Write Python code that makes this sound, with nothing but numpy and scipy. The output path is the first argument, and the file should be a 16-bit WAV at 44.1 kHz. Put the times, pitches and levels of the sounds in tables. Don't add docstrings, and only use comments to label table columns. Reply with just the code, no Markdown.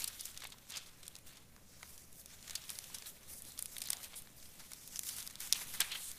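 import sys
import numpy as np
from scipy import signal
from scipy.fft import rfft, irfft, next_fast_len
from scipy.io import wavfile
from scipy.ndimage import uniform_filter1d, map_coordinates

SR = 44100
rng = np.random.default_rng(int(sys.argv[2]) if len(sys.argv) > 2 else 0)


def wav_out(sig):
    wavfile.write(sys.argv[1], SR, np.round(np.clip(np.atleast_2d(sig).T, -1, 1) * 32767).astype(np.int16))


def convert_level_to_amplitude(level_db):
    exponent = np.asarray(level_db, float) / 20
    return 10 ** exponent


N = 272626

# (frequency [Hz], level per Hz [dB])
CRUMPLE = [(1300, -52.5), (2300, -5.5), (3500, 1), (4400, -0.5), (5200, -23), (8000, -45.5)]
FLAP = [(250, -16.5), (700, -7), (1300, -2.5), (2100, -0.5), (2700, -4.5), (4500, -31.5)]
RUB = [(3200, -55.5), (4700, -3.5), (6000, -1), (7300, -2), (8600, -4.5), (12000, -46.5)]
EDGE = [(5500, -40), (7600, -7), (9200, 1), (12000, 0.5), (15000, -4), (17000, -26.5)]


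def unit(x):
    return x / np.sqrt(np.mean(x ** 2) + 1e-20)


def along(points, hz):
    f, v = np.transpose(points)
    return np.interp(np.log(hz + 1), np.log(f + 1), v)


def filtered(x, response):
    m = next_fast_len(N + SR // 2)
    hz = np.fft.rfftfreq(m, 1 / SR)
    return irfft(rfft(x, m) * response(hz), m)[..., :N]


def coloured(x, spectrum):
    power = np.mean(convert_level_to_amplitude(along(spectrum, np.linspace(0, SR / 2, num=999))) ** 2)
    return filtered(x, lambda hz: convert_level_to_amplitude(along(spectrum, hz)) / np.sqrt(power))


def struck(x, spectrum):
    cep = irfft(np.log(convert_level_to_amplitude(along(spectrum, np.fft.rfftfreq(2048, 1 / SR)))))
    cep[1:1024] *= 2
    ring = irfft(np.exp(rfft(cep[:1024], 2048)))
    return signal.fftconvolve(x, ring / np.linalg.norm(ring))[:N]


def band(x, note_hz, sharpness):
    hz = np.fft.rfftfreq(x.shape[1], 1 / SR)
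    width = 1j * hz * note_hz / sharpness
    return irfft(rfft(x) * width / (note_hz ** 2 - hz ** 2 + width))


def wobble(rate):
    knots = rng.standard_normal(int(N * rate / SR) + 4)
    return map_coordinates(knots, [np.arange(N) * rate / SR])


def patchy(depth_db):
    z = signal.stft(rng.standard_normal(N), nperseg=256)[2]
    field = uniform_filter1d(rng.standard_normal(z.shape), size=7, axis=0)
    field = uniform_filter1d(field, size=9, axis=1)
    return unit(signal.istft(z * convert_level_to_amplitude(depth_db * unit(field)), nperseg=256)[1][:N])


def strokes(rows):
    drop_db, curve = 11, 0.95
    t_ms = np.arange(0, N + 64, 64) / SR * 1000
    s, db, swell_ms, fade_ms = np.transpose(rows)[:, :, None]
    late_ms = t_ms - 1000 * s
    gone = np.abs(late_ms) / np.maximum(np.where(late_ms < 0, swell_ms, fade_ms), 3)
    power = (convert_level_to_amplitude(db - drop_db * gone ** curve) ** 2).sum(axis=0)
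    return np.interp(np.arange(N) / SR * 1000, t_ms, power)


def placed(rows, s, lead):
    at = np.round(s * SR).astype(int) + np.arange(rows.shape[1])
    return np.bincount(at.ravel(), rows.ravel(), N + rows.shape[1])[lead:][:N]


def slides():
    # (strongest moment [s], level [dB], swell [ms], fade [ms])
    drags = [(0.0, -46, 10, 57), (.27, -53.5, 360, 90), (.34, -64, 54, 120), (.70, -57, 13, 18),
             (.76, -67, 20, 620), (1.05, -72, 90, 240), (1.27, -58, 11, 65), (1.9, -58, 110, 200),
             (2.2, -54, 52, 28), (2.51, -60.5, 160, 780), (2.71, -54, 24, 280), (2.96, -60, 39, 110),
             (3.07, -49.5, 15, 58), (3.31, -52.5, 35, 100), (3.39, -50.5, 69, 10), (3.47, -52, 29, 68),
             (3.6, -58, 43, 610), (3.92, -61, 210, 120), (4.04, -48, 34, 20), (4.17, -52, 12, 39),
             (4.46, -57, 55, 43), (4.72, -59, 330, 190), (4.98, -57.5, 340, 60), (5.07, -44.5, 44, 110),
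             (5.19, -48, 88, 69), (5.42, -47.5, 24, 86), (5.56, -47.5, 8, 140), (5.74, -49, 33, 110),
             (5.96, -59, 120, 90), (6.06, -49.5, 170, 103)]
    bends = [(0.0, -50, 10, 205), (.275, -58, 25, 90), (.44, -56, 110, 104), (.73, -56.5, 15, 120),
             (.77, -52.5, 73, 110), (1.05, -64.5, 120, 190), (1.27, -60.5, 21, 110), (1.36, -61, 100, 66),
             (1.9, -64.5, 260, 150), (2.3, -66, 200, 390), (2.51, -56.5, 90, 370), (2.71, -59, 33, 470),
             (2.96, -57.5, 71, 93), (3.07, -53, 18, 18), (3.31, -63.5, 100, 160), (3.47, -62, 49, 73),
             (3.6, -64.5, 50, 210), (3.92, -55.5, 170, 110), (4.04, -55.5, 72, 66), (4.15, -57.5, 81, 95),
             (4.46, -67, 250, 350), (4.73, -61.5, 200, 100), (4.99, -67.5, 510, 40), (5.07, -59, 37, 180),
             (5.19, -53.5, 160, 100), (5.42, -52.5, 34, 130), (5.555, -48.5, 23, 65), (5.811, -36, 9, 18),
             (5.94, -50.5, 440, 170), (6.07, -71, 230, 240)]
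    brushes = [(.16, -62, 80, 66), (.27, -59, 60, 100), (.76, -59, 100, 170), (1.68, -64, 19, 280),
               (2.05, -62.5, 400, 15), (2.3, -60, 54, 300), (2.9, -60.5, 160, 170), (3.725, -54, 30, 60),
               (3.9, -56, 83, 110), (4.38, -65, 15, 130), (4.7, -69, 150, 54), (4.95, -56, 340, 60),
               (5.09, -59, 56, 210), (5.42, -51, 31, 120), (5.6, -63, 68, 51)]
    # (crumple [dB], flap [dB], rub [dB], edge [dB])
    drag_drives = [-21, -40, -5, -0.73]
    bend_drives = [-3, -6, -6.5, -25]
    brush_drives = [-13.5, -14.5, -1.5, -6.5]
    resting_hands = [-81, -75, -75, -72]

    drag, bend, brush = strokes(drags), strokes(bends), strokes(brushes)
    drives = convert_level_to_amplitude([drag_drives, bend_drives, brush_drives, resting_hands]).T ** 2
    levels = [np.sqrt(d * drag + b * bend + r * brush + rest) for d, b, r, rest in drives]

    slips_per_s = 260
    slips = (rng.random(N) < slips_per_s / SR) * convert_level_to_amplitude(7.8 * np.clip(rng.standard_normal(N), -2, 2))
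    fibre_ticks = signal.lfilter([1], [1, -.95], slips)
    uneven = convert_level_to_amplitude(1.2 * wobble(35) + 0.9 * wobble(130))
    grip = unit(uneven * (1 + 0.38 * fibre_ticks))
    voices = zip(levels, (CRUMPLE, FLAP, RUB, EDGE))
    return sum(level * coloured(grip * patchy(depth_db=1.7), voice) for level, voice in voices)


def snaps():
    # (time [s], body level [dB], crispness against body [dB], length [ms])
    corners = [(0.0429, -36.5, 12, 0.91), (0.078, -42, 8.5, 4), (0.197, -50, 0, 3.4),
               (0.209, -46.5, 14, 1.7), (0.2555, -47, 13, 1.5), (.345, -52, -6, .55),
               (1.0803, -47, 15, 0.5), (1.1541, -42.5, -1, 0.57), (2.1287, -57, 12, 0.76),
               (2.478, -49, 1, .55), (2.5541, -37.5, 4, 1.8), (2.557, -38.5, -2.5, 0.47),
               (2.6395, -52, 2, 0.54), (2.6938, -43.5, -2, 2.6), (2.8408, -46, -3, 1.8),
               (3.4213, -57, 19, 1.1), (3.6579, -43, 10, 0.65), (3.7829, -48, 12.5, 2),
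               (3.805, -50, 10, 0.6), (3.857, -50.5, 6, 3.3), (3.8723, -43, -10, 0.67),
               (3.9205, -46, -5, 2.5), (4.045, -46, 4, 0.6), (4.8764, -48.5, 12, 0.6),
               (4.959, -36.5, 4, 0.5), (4.9924, -34, 10.5, 0.52), (5.0898, -41.5, 3, 2.3),
               (5.4737, -49, 13, .55), (5.5258, -23.5, 2.5, 0.83), (5.5317, -28, -8, 0.6)]
    creases = [(0.4428, -48.5, 7, 0.77), (0.705, -46, 8, 0.6), (1.1642, -53.5, 3, 1.9),
               (1.187, -57, 10, 0.86), (2.2595, -48, 6.5, 0.63), (2.3128, -55, -5, .6),
               (2.4442, -51, -10, .55), (2.497, -40, -3, 0.43), (2.6815, -51, -3, .55),
               (2.703, -42, 11.5, 0.68), (2.7882, -37.5, 7.5, 0.46), (2.985, -47, 7, 0.51),
               (3.0228, -45, -5, 1.5), (3.451, -52, 7, 0.79), (3.5205, -52, 10, .55),
               (3.5912, -42.5, 11, 1.6), (3.625, -38.5, 13.5, 0.36), (3.7666, -41.5, -17, 1.3),
               (3.839, -50, 4, 1.1), (3.8868, -43, 2, .9), (3.9038, -35, 11.5, 1.1),
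               (3.9315, -35.5, 8.5, 1.13), (3.9692, -49, 4, 0.59), (4.141, -43, -15, 0.81),
               (4.7343, -43.5, 6, 0.45), (5.1924, -45, -7, 0.74), (5.2749, -40.5, 7, 0.67),
               (5.3558, -45, 5, 0.49), (5.4047, -44.5, 8, 2.2), (6.1155, -44.5, 8, 0.89)]
    folds = [(.004, -50, 1, 9.3), (0.02, -44, -1, 4.7), (0.2663, -48.5, -1, 1.8), (0.3643, -52, -11, 3.6),
             (0.375, -46, 6, 1.2), (0.404, -50, 6, 1.3), (0.522, -49, -8, 7), (0.5839, -53.5, -1, 1.5),
             (0.6994, -53, 2, 2.1), (0.7208, -44, -7, 3.8), (0.771, -42.5, -1.5, 7.3),
             (1.0312, -52, -2, 3.8), (1.3705, -55, -2, 5), (2.508, -42.5, -0.5, 2.1),
             (2.9459, -47, 7.5, 7.4), (3.577, -49, 0, 1.9), (3.8184, -40.5, 6.5, 2.6),
             (4.427, -59, -1, 6.3), (4.4548, -54.5, -7, 2.8), (4.9665, -54, 8, 4.3), (5.034, -48, 1, 2.3),
             (5.104, -52, -18, 8.1), (5.2028, -50, 6, 3.3), (5.2668, -53, 10.5, 2.3), (5.4135, -47, -5, 2),
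             (5.548, -46, -10, 2.1), (5.556, -40, -13, 2.6), (5.817, -32, -26, 2), (5.919, -39, -16, 8.6),
             (5.9525, -44, -20, 5)]
    sheets = [(0.4215, -50.5, -5, 3), (0.437, -46, -10, 0.71), (0.452, -41.5, -27, 1.46),
              (0.8723, -63.5, 6, 13), (1.5638, -55, -2, 0.42), (1.83, -45, -4, 0.81),
              (2.3042, -53, -6, 0.65), (2.533, -57, 6, 1.1), (3.3018, -62, 11, .55),
              (3.336, -61.5, 15, 6.2), (3.7596, -56, 10, 0.5), (4.0314, -51, 5, 0.93),
              (4.1337, -54, -24, 2.5), (4.273, -50, -18, 0.52), (4.604, -57.5, -2, 12),
              (4.687, -61, 7, .55), (4.7183, -50, 4, 1.5), (5.185, -45.5, 5, 0.5), (5.31, -57, 8, 2.3),
              (5.5914, -45, -5, .55), (5.618, -48.5, -4, 11), (5.7464, -50, -7, 7.2)]
    edge_ticks = [(0.4704, -60.5, 16, 3.4), (0.502, -58, 4, 2.2), (1.054, -59, 10, 1), (1.0664, -53, 4, 1),
                  (1.978, -57, 7, 2.7), (2.2137, -56.5, 9, 0.46), (5.756, -60, 23, .55),
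                  (5.828, -54, -4, .8), (2.427, -51, -3, 1), (4.0823, -65, 13, 1), (3.582, -58, -7, .55),
                  (4.2209, -65.5, 20, 1.9), (5.165, -56.5, 17, 4), (5.227, -45, 4, .55),
                  (5.299, -49.5, -1, 3), (5.8046, -35, 11.5, 3.6)]
    # (flap against body [dB], rise over length [ratio])
    kinds = [
        (-18.5, 0.55),
        (-10.5, 0.67),
        (-13, 0.3),
        (-2.5, 0.83),
        (-14, 0.18),
    ]

    rows = []
    for kind, (flap_db, rise) in zip((corners, creases, folds, sheets, edge_ticks), kinds):
        for s, db, edge_db, ms in kind:
            rows.append((s, db, flap_db, edge_db, rise * ms, ms))
    lead = SR // 40
    t_ms = (np.arange(3 * lead) - lead) / SR * 1000
    force = np.zeros((4, N + len(t_ms)))
    bursts = rng.standard_normal((len(rows), len(t_ms)))
    bursts[:, lead] = 1.76
    for (s, db, flap_db, edge_db, rise_ms, fall_ms), burst in zip(rows, bursts):
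        fall = max(fall_ms, .2) * np.array([[1.5], [1.25], [1], [.8]])
        before = convert_level_to_amplitude(-6.5 * (t_ms / max(rise_ms, .1)) ** 2)
        flutter = convert_level_to_amplitude(-17.0 - 2.3 * np.abs(t_ms))
        after = convert_level_to_amplitude(-6.5 * np.abs(t_ms) / fall) + flutter
        shape = np.where(t_ms < 0, before, after)
        lean_db = 0.64 * np.clip(edge_db, -24, 4)
        levels = [[flap_db], [-4.5 - 0.18 * lean_db], [0.5 + lean_db], [edge_db]]
        force[:, round(s * SR):][:, :len(t_ms)] += convert_level_to_amplitude(db + 1.0) * convert_level_to_amplitude(levels) * shape * burst
    voices = zip(force, (FLAP, CRUMPLE, RUB, EDGE))
    snap = sum(struck(f[lead:][:N], voice) for f, voice in voices)
    return filtered(snap, lambda hz: 1 / (1 + (hz / 12800) ** 4))


def puckers():
    # (time [s], level [dB], note [Hz],
    # length [ms])
    springs = [(.165, -58, 2500, 2), (0.2553, -34, 6900, 2), (0.28, -49, 3500, 1.5), (.304, -51, 3800, 1.5),
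               (.412, -52, 6500, 1), (0.4217, -45, 3800, 1.5), (.462, -53, 6500, 1), (.491, -62, 1000, 3),
               (0.542, -57, 980, 2.6), (.740, -44, 3220, 3), (0.761, -37, 4900, 1.5),
               (0.7748, -36.5, 5400, 3), (.863, -52, 5200, 1.5), (1.0797, -45, 3340, 1.8),
               (1.314, -54, 6500, 1.5), (1.5645, -60.5, 990, 1.7), (1.579, -62, 1200, 2),
               (1.799, -55, 7000, 1), (1.811, -60, 1600, 1.5), (1.8299, -52, 950, 2.5),
               (1.8315, -50, 1500, 2.7), (1.997, -55, 8500, 1), (2.619, -48, 5000, 1),
               (2.712, -44, 6500, 1), (2.728, -46, 10000, 1), (2.755, -44.5, 4550, 1.5),
               (2.9, -57.5, 1000, 3.7), (2.925, -54, 5000, 1), (3.059, -44, 3780, 2.7),
               (3.286, -49, 10100, 1), (3.505, -51, 3770, 1.5), (3.721, -55, 3000, 1),
               (3.767, -36, 9000, 1.2), (3.825, -38, 9000, 1.3), (3.8735, -33, 12000, 1.2),
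               (3.927, -42, 8500, 1), (4.400, -54, 3800, 1.4), (4.649, -57.5, 1980, 2),
               (4.995, -58, 2500, 1.5), (5.014, -45, 6500, 1), (5.069, -45, 3800, 2),
               (5.079, -47, 3800, 1.5), (5.307, -52, 3800, 1.5), (5.5465, -36, 7000, 1.5),
               (5.607, -45, 3800, 2.3), (5.803, -31.5, 2130, 2.4), (5.8165, -30, 7500, 2),
               (5.827, -40, 7500, 1), (5.918, -37, 9800, 2),
               (0.02, -40, 4000, 3), (0.045, -34, 4140, 1.5), (.345, -50, 5500, 1), (2.556, -33, 4530, 4),
              (3.422, -50, 12000, 1.3), (3.766, -46, 2840, 1.5), (3.82, -46, 2460, 1.6),
              (3.902, -46, 2000, 1.8), (5.5258, -15, 9000, 0.21), (5.5317, -29, 8500, 0.33),
              (5.756, -50, 11000, .6), (5.807, -30, 3470, 2), (5.922, -51, 3480, 5),
              (5.9553, -40, 2200, 6.7), (5.961, -47, 7500, 1.5), (6.117, -44, 12000, 1.5),
              (.195, -43, 5500, 2), (.205, -43, 5500, 1), (5.034, -32, 8200, 1.5), (.033, -48, 4500, 1),
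              (3.5855, -44, 5500, .5), (3.664, -45, 5000, .6), (4.972, -43, 5300, .8),
              (5.524, -38, 5200, .5)]
    s, db, note_hz, ms = np.transpose(springs)[:, :, None]
    t_ms = np.arange(2048) / SR * 1000
    rattle = 0.39 * rng.standard_normal((len(s), len(t_ms)))
    kicks = rattle * convert_level_to_amplitude(-6.5 * t_ms / np.maximum(ms, .2))
    kicks[:, 0] = 2.56
    rings = band(kicks, note_hz, sharpness=4.8)
    rings = rings / np.abs(rings).max(axis=1, keepdims=True)
    return placed(convert_level_to_amplitude(db + 6.0) * rings, s, lead=0)


def streaks():
    # (middle [s], level [dB], note [Hz], swell [ms], fade [ms])
    tracks = [(.31, -57, 9000, 9.2, 12), (.69, -61, 11000, 3, 10), (.745, -51, 3200, 15, 21),
              (.80, -61, 3200, 11, 33), (1.72, -69, 5550, 40, 71), (2.17, -67, 9900, 14, 45),
              (3.085, -54, 11900, 25, 20), (3.384, -57, 9400, 28, 12), (3.47, -63, 3900, 20, 76),
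              (3.73, -56, 11000, 15, 16), (3.859, -53, 3970, 6.9, 27), (4.11, -71, 2500, 10, 11),
              (4.165, -48, 9900, 9, 32), (4.18, -64, 3680, 18, 40), (4.37, -61, 12000, 5.4, 32),
              (5.56, -50.5, 2700, 17, 20), (5.615, -49, 10400, 14, 28), (5.69, -53, 11000, 18, 44),
              (5.78, -54, 3080, 8, 9.1), (5.841, -52, 2150, 18, 27), (5.85, -55, 9300, 20, 60),
              (5.925, -47, 2820, 21, 17), (5.974, -56, 10700, 50, 51), (6.051, -57.5, 3700, 54, 59),
              (6.07, -49, 8400, 73, 40), (3.32, -59, 12000, 30, 25), (4.042, -68, 8900, 27, 22),
              (4.968, -53, 5600, 6.8, 13), (5.954, -45, 3100, 8, 12), (5.81, -43, 1600, 9, 13),
              (5.13, -57.5, 4770, 100, 53), (.225, -58, 3500, 45, 18), (.56, -74, 13500, 88, 100),
              (4.1, -67, 10500, 30, 41), (3.94, -62, 730, 14, 31), (5.45, -58, 12300, 54, 60),
              (5.809, -38, 3250, 7, 13)]
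    s, db, note_hz, swell_ms, fade_ms = np.transpose(tracks)[:, :, None]
    lead = SR // 8
    t_ms = (np.arange(2 * lead) - lead) / SR * 1000
    size = (len(s), 2 * lead)
    grit = rng.standard_normal(size) * convert_level_to_amplitude(4.2 * rng.standard_normal(size))
    hiss = band(band(grit, note_hz, sharpness=3.6), note_hz, sharpness=1.1)
    gone = t_ms / np.maximum(np.where(t_ms < 0, swell_ms, fade_ms), 2)
    shape = convert_level_to_amplitude(db - 7.9 * gone ** 4)
    return placed(shape * hiss / hiss.std(axis=1, keepdims=True), s, lead=lead)


def echoes(x):
    # (frequency [Hz], time [s])
    dying = [(500, 1), (3000, 0.14), (12000, 0.24)]
    hz, t, z = signal.stft(rng.standard_normal(SR // 2), SR, nperseg=256)
    fade = convert_level_to_amplitude(-60 * t / along(dying, hz)[:, None])
    tail = signal.istft(z * fade, SR, nperseg=256)[1]
    late = np.pad(x, (600, 0))
    return signal.fftconvolve(late, tail / np.linalg.norm(tail))[:N]


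def hall():
    # (frequency [Hz], level per Hz [dB])
    air_colour = [(1.2, -24), (2, 11), (14, -5), (33, -15), (50, -18.5), (74, -10.5), (95, -18), (190, -16),
                  (274, -21.5), (328, -27), (450, -32), (880, -120)]
    # (strongest moment [s], level [dB], swell [ms], fade [ms])
    thumps = [
        (0.0, -67, 30, 80),
        (.43, -67, 40, 30),
        (5.83, -61, 610, 56),
    ]
    # (frequency [Hz], level per Hz [dB])
    hiss_colour = [(180, 1), (300, -3.5), (560, -1), (1110, -10.5), (1460, -14), (15500, -17)]
    # (strongest moment [s], level [dB], swell [ms], fade [ms])
    stir = [
        (3.6, -67.5, 1400, 1900),
    ]
    # (frequency [Hz], peak level [dB])
    hum_tones = [(120.7, -76.5), (75.5, -76)]
    air_db, hiss_db = -65.5, -68

    t = np.arange(N) / SR
    air_level = convert_level_to_amplitude(5.0) * np.sqrt(convert_level_to_amplitude(air_db) ** 2 + strokes(thumps))
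    air = air_level * unit(coloured(rng.standard_normal(N), air_colour))
    hiss_level = np.sqrt(convert_level_to_amplitude(hiss_db + 0.13 * wobble(2.0)) ** 2 + strokes(stir))
    hiss = hiss_level * coloured(patchy(depth_db=1.5), hiss_colour)
    hum = 0
    for hz, db in hum_tones:
        hum = hum + convert_level_to_amplitude(db + 0.5 + 2.1 * wobble(3.62)) * np.sin(2 * np.pi * hz * t + wobble(7.8))
    return air + hiss + hum


def scene():
    paper = slides() + snaps() + puckers() + streaks()
    echo_db = -21
    return (paper + hall() + convert_level_to_amplitude(echo_db) * echoes(paper))[None]


def band_limit(x):
    return signal.sosfilt(signal.butter(12, 16660, fs=SR, output="sos"), x)


def record(dry):
    top_hz, attack_db = 15500, 13.5
    top = filtered(dry, lambda hz: hz >= top_hz)
    treble = filtered(dry[0], lambda hz: hz > 3000)
    power = np.abs(uniform_filter1d(treble ** 2, size=128))
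    before = np.roll(np.abs(uniform_filter1d(power, size=768)), 512)
    attack = uniform_filter1d(1. * (power > convert_level_to_amplitude(2 * attack_db) * before), size=192) > 1e-6
    kept = convert_level_to_amplitude(-15) * uniform_filter1d(1. * attack, size=192)
    mix = dry - top + filtered(kept * top, lambda hz: hz < 16600)
    return band_limit(mix)


dry = scene()
out = record(dry)
wav_out(out)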